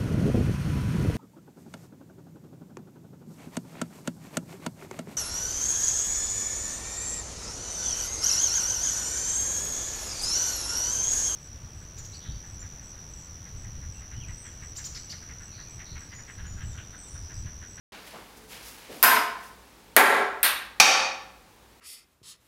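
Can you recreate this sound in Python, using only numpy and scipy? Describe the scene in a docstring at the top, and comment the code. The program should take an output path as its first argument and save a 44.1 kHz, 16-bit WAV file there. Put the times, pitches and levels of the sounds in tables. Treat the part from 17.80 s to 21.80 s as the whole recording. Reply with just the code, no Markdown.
"""A bare tiled hall: a table tennis ball, thrown in through the doorway, strikes a door, a board on the
floor and a wall, then lands in a cup. Each impact snaps the thin shell and excites the modes of the
surface; the click reverberates in the hall and drives the recorder's limiter down. Beforehand a noise
dies away, the thrower steps off, clothes rustling by friction, and a faint tone sounds.
Hum and hiss lie beneath."""
import sys
import numpy as np
from scipy import signal
from scipy.fft import rfft, irfft, next_fast_len
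from scipy.io import wavfile
from scipy.ndimage import uniform_filter1d

SR = 44100
rng = np.random.default_rng(int(sys.argv[2]) if len(sys.argv) > 2 else 0)


def put_to_file(sound):
    """Save the sound as 16-bit audio at rate SR, in the file named by the first command-line argument."""
    columns = np.atleast_2d(sound).T  # one column per channel
    safe = np.clip(columns, -1, 1)
    whole_steps = np.round(safe * 32767)
    wavfile.write(sys.argv[1], SR, whole_steps.astype(np.int16))


N = 176400
T = np.arange(N) / SR

# Partials of the hum: pitch_hz, level_db
HUM_PARTIALS = [(48, -80), (59, -66), (99, -69.5)]
# Spectrum of the hiss: frequency_hz, gain_db
HISS_SPECTRUM = [(15, -31.5), (25, -13), (55, 3.5), (75, -22.5), (169, -8.5), (331, -12), (509, -11),
                 (631, -17.5), (848, -12.5), (1340, -18), (15500, -31.5)]
# Envelope of the hiss: time_s, level_db
HISS_ENVELOPE = [(.2, -51.5), (1.9, -53), (3.8, -55.5)]
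# Soft thuds, a noise dying away as the recorder starts, then steps and scuffs:
# start_s, level_db, upper_edge_hz
SOFT_THUDS = [(.125, -42.5, 2600), (.33, -39, 1100), (1.088, -38.5, 600), (1.158, -43.5, 800)]
# Envelopes of the clothes, then of a last swish of a sleeve: time_s, rub_db, swish_db
CLOTH_ENVELOPE = [(0.13, -48, -66), (0.244, -52.5, -59), (0.276, -50, -51), (0.33, -49.5, -57),
                  (0.554, -60.5, -66), (0.572, -62, -52.5), (0.614, -60, -63), (0.676, -73, -62),
                  (0.706, -50.5, -48), (0.736, -44.5, -48), (0.806, -49.5, -54.5), (0.872, -49.5, -44.5),
                  (0.932, -52.5, -51), (1.088, -51, -58.5), (1.13, -48, -51), (1.21, -53, -51)]
SLEEVE_ENVELOPE = [(1.55, -60, -66), (1.66, -57, -51.5), (1.78, -63.5, -69.5), (2.201, -68.5, -77)]
# Spectra of the cloth's low rub and high swish: frequency_hz, gain_db
RUB_SPECTRUM = [(300, -4.5), (1000, -3), (2300, 0.5), (4500, -4.5), (7000, -13.5), (15800, -30)]
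SWISH_SPECTRUM = [(2000, -17), (5000, 1), (8000, -3), (11000, -0.5), (15800, -7.5)]
# Impacts on door, board, wall and cup: start_s, level_db, crack_db, modes_db, t60_factor, build_s
IMPACTS = [(1.2281, -4.5, 15, -10, 1.0, 0.0083), (2.165, -0.5, 24.5, -12, 1.0, 0.0062),
           (2.6302, -13.5, 24.5, -20.5, 0.9, 0.0077), (2.9999, -1, 19.5, -5.5, 0.98, 0.0026)]
# Spectrum of the click on each surface: frequency_hz, gain_db
DOOR_SPECTRUM = [(100, -37.5), (240, -12), (500, -15), (700, -7.5), (840, -8), (1030, -0.5), (1170, -3),
                 (1550, -2.5), (2600, -7.5), (5000, -13.5), (7700, -17), (8950, -11), (9600, -15),
                 (10400, -8), (11200, -11), (12000, -2.5), (13400, -4), (14200, -11), (15800, -10)]
BOARD_SPECTRUM = [(100, -30), (250, -10), (400, -8.5), (750, -2.5), (1400, -1), (2300, -4), (2750, -13),
                  (4000, -14.5), (5500, -21.5), (8100, -22), (9100, -13), (9700, -23.5), (10500, -9.5),
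                  (11600, -17), (12500, -11.5), (15800, -21.5)]
WALL_SPECTRUM = [(100, -38.5), (300, -12.5), (600, -5), (900, -0.5), (1700, 3), (2700, 2), (4300, -3),
                 (7000, -15), (8600, -7), (9130, 2), (9500, -7), (12400, 2.5), (13800, -0.5), (15800, -4.5)]
CUP_SPECTRUM = [(100, -30), (260, -11.5), (450, -11), (780, -0.5), (1100, -2), (1750, -3), (2150, -2.5),
                (2470, 4.5), (2800, -1), (4100, -6.5), (4650, -2.5), (5000, -3.5), (5550, -2.5),
                (6350, -6.5), (7200, -12.5), (10000, -17), (13000, -18.5), (15800, -25)]
# Modes heard at each impact: of the surface and the hall around it, and above about 9 kHz of the ball's thin
# shell: pitch_hz, level_db
DOOR_RESONANCES = [(434, -11), (685, -11), (717, -11), (944, -9), (1024, -4), (1046, -1), (1293, -9),
                   (1465, -7), (1555, -4), (1769, -8), (2238, -9), (5100, -15), (9000, -16), (13075, -7)]
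BOARD_RESONANCES = [(398, -1), (438, -8), (552, -6), (735, -1), (884, -2), (1038, -4), (1162, -7),
                    (1331, 0), (1356, -6), (1606, -3), (1669, -2), (1860, -9), (1998, -1), (2288, -6)]
WALL_RESONANCES = [(1094, -8), (1593, -6), (1829, -6), (2450, -7), (2612, -7), (3739, -9), (5998, -12),
                   (9147, -1), (10844, -7), (12486, -3), (13900, -7)]
CUP_RESONANCES = [(535, -12), (761, -10), (852, -11), (1139, -11), (1358, -12), (1768, -13), (2476, -7),
                  (2497, -9), (3200, -15), (3617, -14), (3831, -15), (4391, -15), (4650, -14), (5590, -15),
                  (5680, -14), (6308, -14)]
# Ping of the shell or the cup, one per impact: pitch_hz, level_db, t60_s
IMPACT_PINGS = [(13460, 7.5, 0.0048), (12200, -2, 0.0083), (9290, -2.5, 0.042), (2459, -7, 0.1336)]
# Reverberation time of the hall, before an impact's t60_factor: frequency_hz, t60_s
HALL_DECAY = [(150, 0.59), (400, 0.69), (1000, 0.7), (2500, 0.59), (5000, .55), (9000, .42), (13000, 0.32),
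              (16000, 0.2)]
# Distinct wall reflections: delay_s, level_over_tail_db
WALL_ECHOES = [(.0055, 6.5), (0.0163, 9), (0.032, 13.5), (.062, 14.5)]


def from_db(db):
    """Amplitude grows tenfold for every 20 dB."""
    return 10 ** (np.asarray(db) / 20)


def unit_rms(x):
    """Division by the root mean square gives unit power."""
    return x / np.sqrt(np.mean(x ** 2) + 1e-20)


def at_hz(points, hz):
    """Interpolation on a logarithmic frequency axis."""
    frequencies, values = np.transpose(points)
    return np.interp(np.log(np.maximum(hz, 1)), np.log(frequencies), values)


def decay(t60_s):
    """One second of exponential damping, 60 dB down at t60_s."""
    return np.exp(-np.log(1000) * T[:SR] / t60_s)


def build_up(time_constant_s):
    """One second of exponential approach to full amplitude."""
    return 1 - np.exp(-T[:SR] / time_constant_s)


def add(out, start_s, x):
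    """Superposition of x on out, from start_s."""
    i = int(start_s * SR)
    out[i:i + len(x)] += x[:N - i]


def coloured(x, spectrum, modes=(), peak_db=3.5):
    """Minimum-phase filtering at unit energy, with a resonance peak at each mode."""
    n = 2 * next_fast_len(len(x) // 2 + 4096, True)
    hz = np.fft.rfftfreq(n, 1 / SR)
    peaks = sum(np.exp(-((hz - mode_hz) / (14 + 0.017 * mode_hz)) ** 2) for mode_hz, _ in modes)
    gain = unit_rms(from_db(at_hz(spectrum, hz) + peak_db * np.minimum(peaks, 1)))
    cepstrum = irfft(np.log(gain))
    cepstrum[1:n // 2] *= 2  # folding onto positive time makes the filter causal
    cepstrum[n // 2 + 1:] = 0
    return irfft(rfft(x, n) * np.exp(rfft(cepstrum)))[:len(x)]


def hum_and_hiss():
    """The noise floor of the house: a line spectrum of low hum on a continuous one of hiss."""
    hum = sum(from_db(db) * np.sqrt(2) * np.sin(2 * np.pi * (hz * T + rng.random()))
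              for hz, db in HUM_PARTIALS)
    hiss = coloured(rng.standard_normal(N), HISS_SPECTRUM)
    return hum + from_db(np.interp(T, *np.transpose(HISS_ENVELOPE))) * hiss


def thuds(lower_edge_hz=170, attack_s=0.012):
    """Reverberation blurs each soft thud into a decaying band of noise."""
    out = np.zeros(N)
    for start_s, db, upper_edge_hz in SOFT_THUDS:
        band = signal.butter(2, [lower_edge_hz, upper_edge_hz], "band", fs=SR, output="sos")
        thud = unit_rms(signal.sosfilt(band, rng.standard_normal(SR)))
        add(out, start_s, from_db(db) * thud * build_up(attack_s) * decay(t60_s=0.42))
    return out


def clothes(grain_db=1, grain_s=0.0053, trim_db=-0.5):
    """Friction of cloth makes grainy noise whose amplitude follows the thrower's movement."""
    times_s, rub_db, swish_db = np.transpose(list(CLOTH_ENVELOPE) + list(SLEEVE_ENVELOPE))
    roughness = unit_rms(uniform_filter1d(rng.standard_normal(N), int(grain_s * SR)))
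    grain = from_db(grain_db * roughness)
    out = np.zeros(N)
    for db, spectrum in ((rub_db, RUB_SPECTRUM), (swish_db, SWISH_SPECTRUM)):
        friction = unit_rms(coloured(rng.standard_normal(N) * grain, spectrum))
        out += from_db(np.interp(T, times_s, db) + trim_db) * friction
    return out


def faint_tone(start_s=0.54, end_s=0.78, pitch_hz=437, level_db=-54.5):
    """A pure tone swells and fades between the steps under a half-sine envelope."""
    envelope = np.sin(np.pi * np.clip((T - start_s) / (end_s - start_s), 0, 1))
    return from_db(level_db) * envelope * np.sin(2 * np.pi * pitch_hz * T)


def shell_crack(edge_hz=4800, bass_cut_share=0.76):
    """Direct sound: the thin shell's brief snap radiates a broad, bright spectrum."""
    burst = rng.choice([-1, 1], SR) * decay(t60_s=0.022)
    burst = burst / np.linalg.norm(burst) + 1e-18
    lows = signal.lfilter(*signal.butter(1, edge_hz, fs=SR), burst)
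    return burst - bass_cut_share * lows


def ping(pitch_hz, level_db, t60_s):
    """Free vibration of one strongly damped mode of the shell or the cup."""
    return from_db(level_db) * np.sin(2 * np.pi * pitch_hz * T[:SR]) * decay(t60_s)


def reverberation(t60_factor, build_s, ripple_db=2.39, ripple_spacing_hz=110.86):
    """Distinct reflections stand in a diffuse field of random phase, whose treble decays first."""
    hz = np.fft.rfftfreq(SR, 1 / SR)
    arrivals = np.sqrt(SR) * irfft(np.exp(2j * np.pi * rng.random(len(hz))))
    for delay_s, db in WALL_ECHOES:
        arrivals[int(delay_s * SR)] += from_db(db)
    ripple = np.interp(hz / ripple_spacing_hz, np.arange(len(hz)), rng.standard_normal(len(hz)))
    spectrum = rfft(arrivals) * from_db(ripple_db * ripple)  # the hall favours some pitches
    centres_hz = np.geomspace(150, 16000, 16)
    tail = np.zeros(SR)
    for centre_hz, weights in zip(centres_hz, np.eye(len(centres_hz))):
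        band = irfft(spectrum * np.interp(hz, centres_hz, weights))
        tail += band * decay(t60_factor * at_hz(HALL_DECAY, centre_hz))
    return tail * build_up(build_s)


def ringing(modes, build_s=0.016):
    """Normal modes swell as the hall fills and decay at its reverberation time."""
    tones = np.zeros(SR)
    for hz, db in modes:
        tone = np.sin(2 * np.pi * (hz * T[:SR] + rng.random()))
        tones += from_db(db) * tone * decay(at_hz(HALL_DECAY, hz))
    return tones * build_up(build_s)


def ball():
    """Impact excitation: each surface filters the crack and its reverberation, and its modes ring."""
    out = np.zeros(N)
    spectra = DOOR_SPECTRUM, BOARD_SPECTRUM, WALL_SPECTRUM, CUP_SPECTRUM
    resonances = DOOR_RESONANCES, BOARD_RESONANCES, WALL_RESONANCES, CUP_RESONANCES
    for impact, spectrum, modes, ping_mode in zip(IMPACTS, spectra, resonances, IMPACT_PINGS):
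        start_s, level_db, crack_db, modes_db, t60_factor, build_s = impact
        excitation = from_db(crack_db) * shell_crack() + reverberation(t60_factor, build_s)
        click = coloured(excitation, spectrum, modes)
        ring = from_db(modes_db) * ringing(modes) + ping(*ping_mode)
        add(out, start_s, from_db(level_db) * (click + ring))
    return out


def midrange_swell(x, centre_s=1.369, width_s=0.0077, boost_db=4.5):
    """Amplitude modulation of one band: the midrange of the first impact's tail rises briefly."""
    midrange = signal.sosfilt(signal.butter(1, [700, 2300], "band", fs=SR, output="sos"), x)
    window = np.exp(-((T - centre_s) / width_s) ** 2)
    return x + (from_db(boost_db) - 1) * window * midrange


def scene():
    """The pressures of all sources add linearly at one microphone."""
    return (midrange_swell(ball()) + thuds() + clothes() + faint_tone() + hum_and_hiss())[None]


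def record(dry, start_s=0.121, threshold_db=-13, release_db_per_s=61.5):
    """Limiting: once the recorder starts, peaks cut its gain, which recovers slowly; overshoots clip."""
    x = dry[0] * (T > start_s)
    detector_s, attack_s = 0.0023, 0.0036
    detector_pole, attack_pole = np.exp(-1 / (SR * np.array([detector_s, attack_s])))
    power = signal.lfilter([1 - detector_pole], [1, -detector_pole], x ** 2)
    excess_db = np.maximum(10 * np.log10(power + 1e-12) - threshold_db, 0)
    release_db = release_db_per_s * T
    held_db = np.maximum.accumulate(excess_db + release_db) - release_db
    reduction_db = signal.lfilter([1 - attack_pole], [1, -attack_pole], held_db)
    limited = np.clip(x * from_db(-reduction_db), -1, 1)
    low_cut = signal.butter(2, 51, "high", fs=SR, output="sos")
    high_cut = signal.ellip(10, 0.2, 80, 15900, fs=SR, output="sos")
    return signal.sosfilt(high_cut, signal.sosfilt(low_cut, limited))[None]


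dry = scene()
out = record(dry)
put_to_file(out)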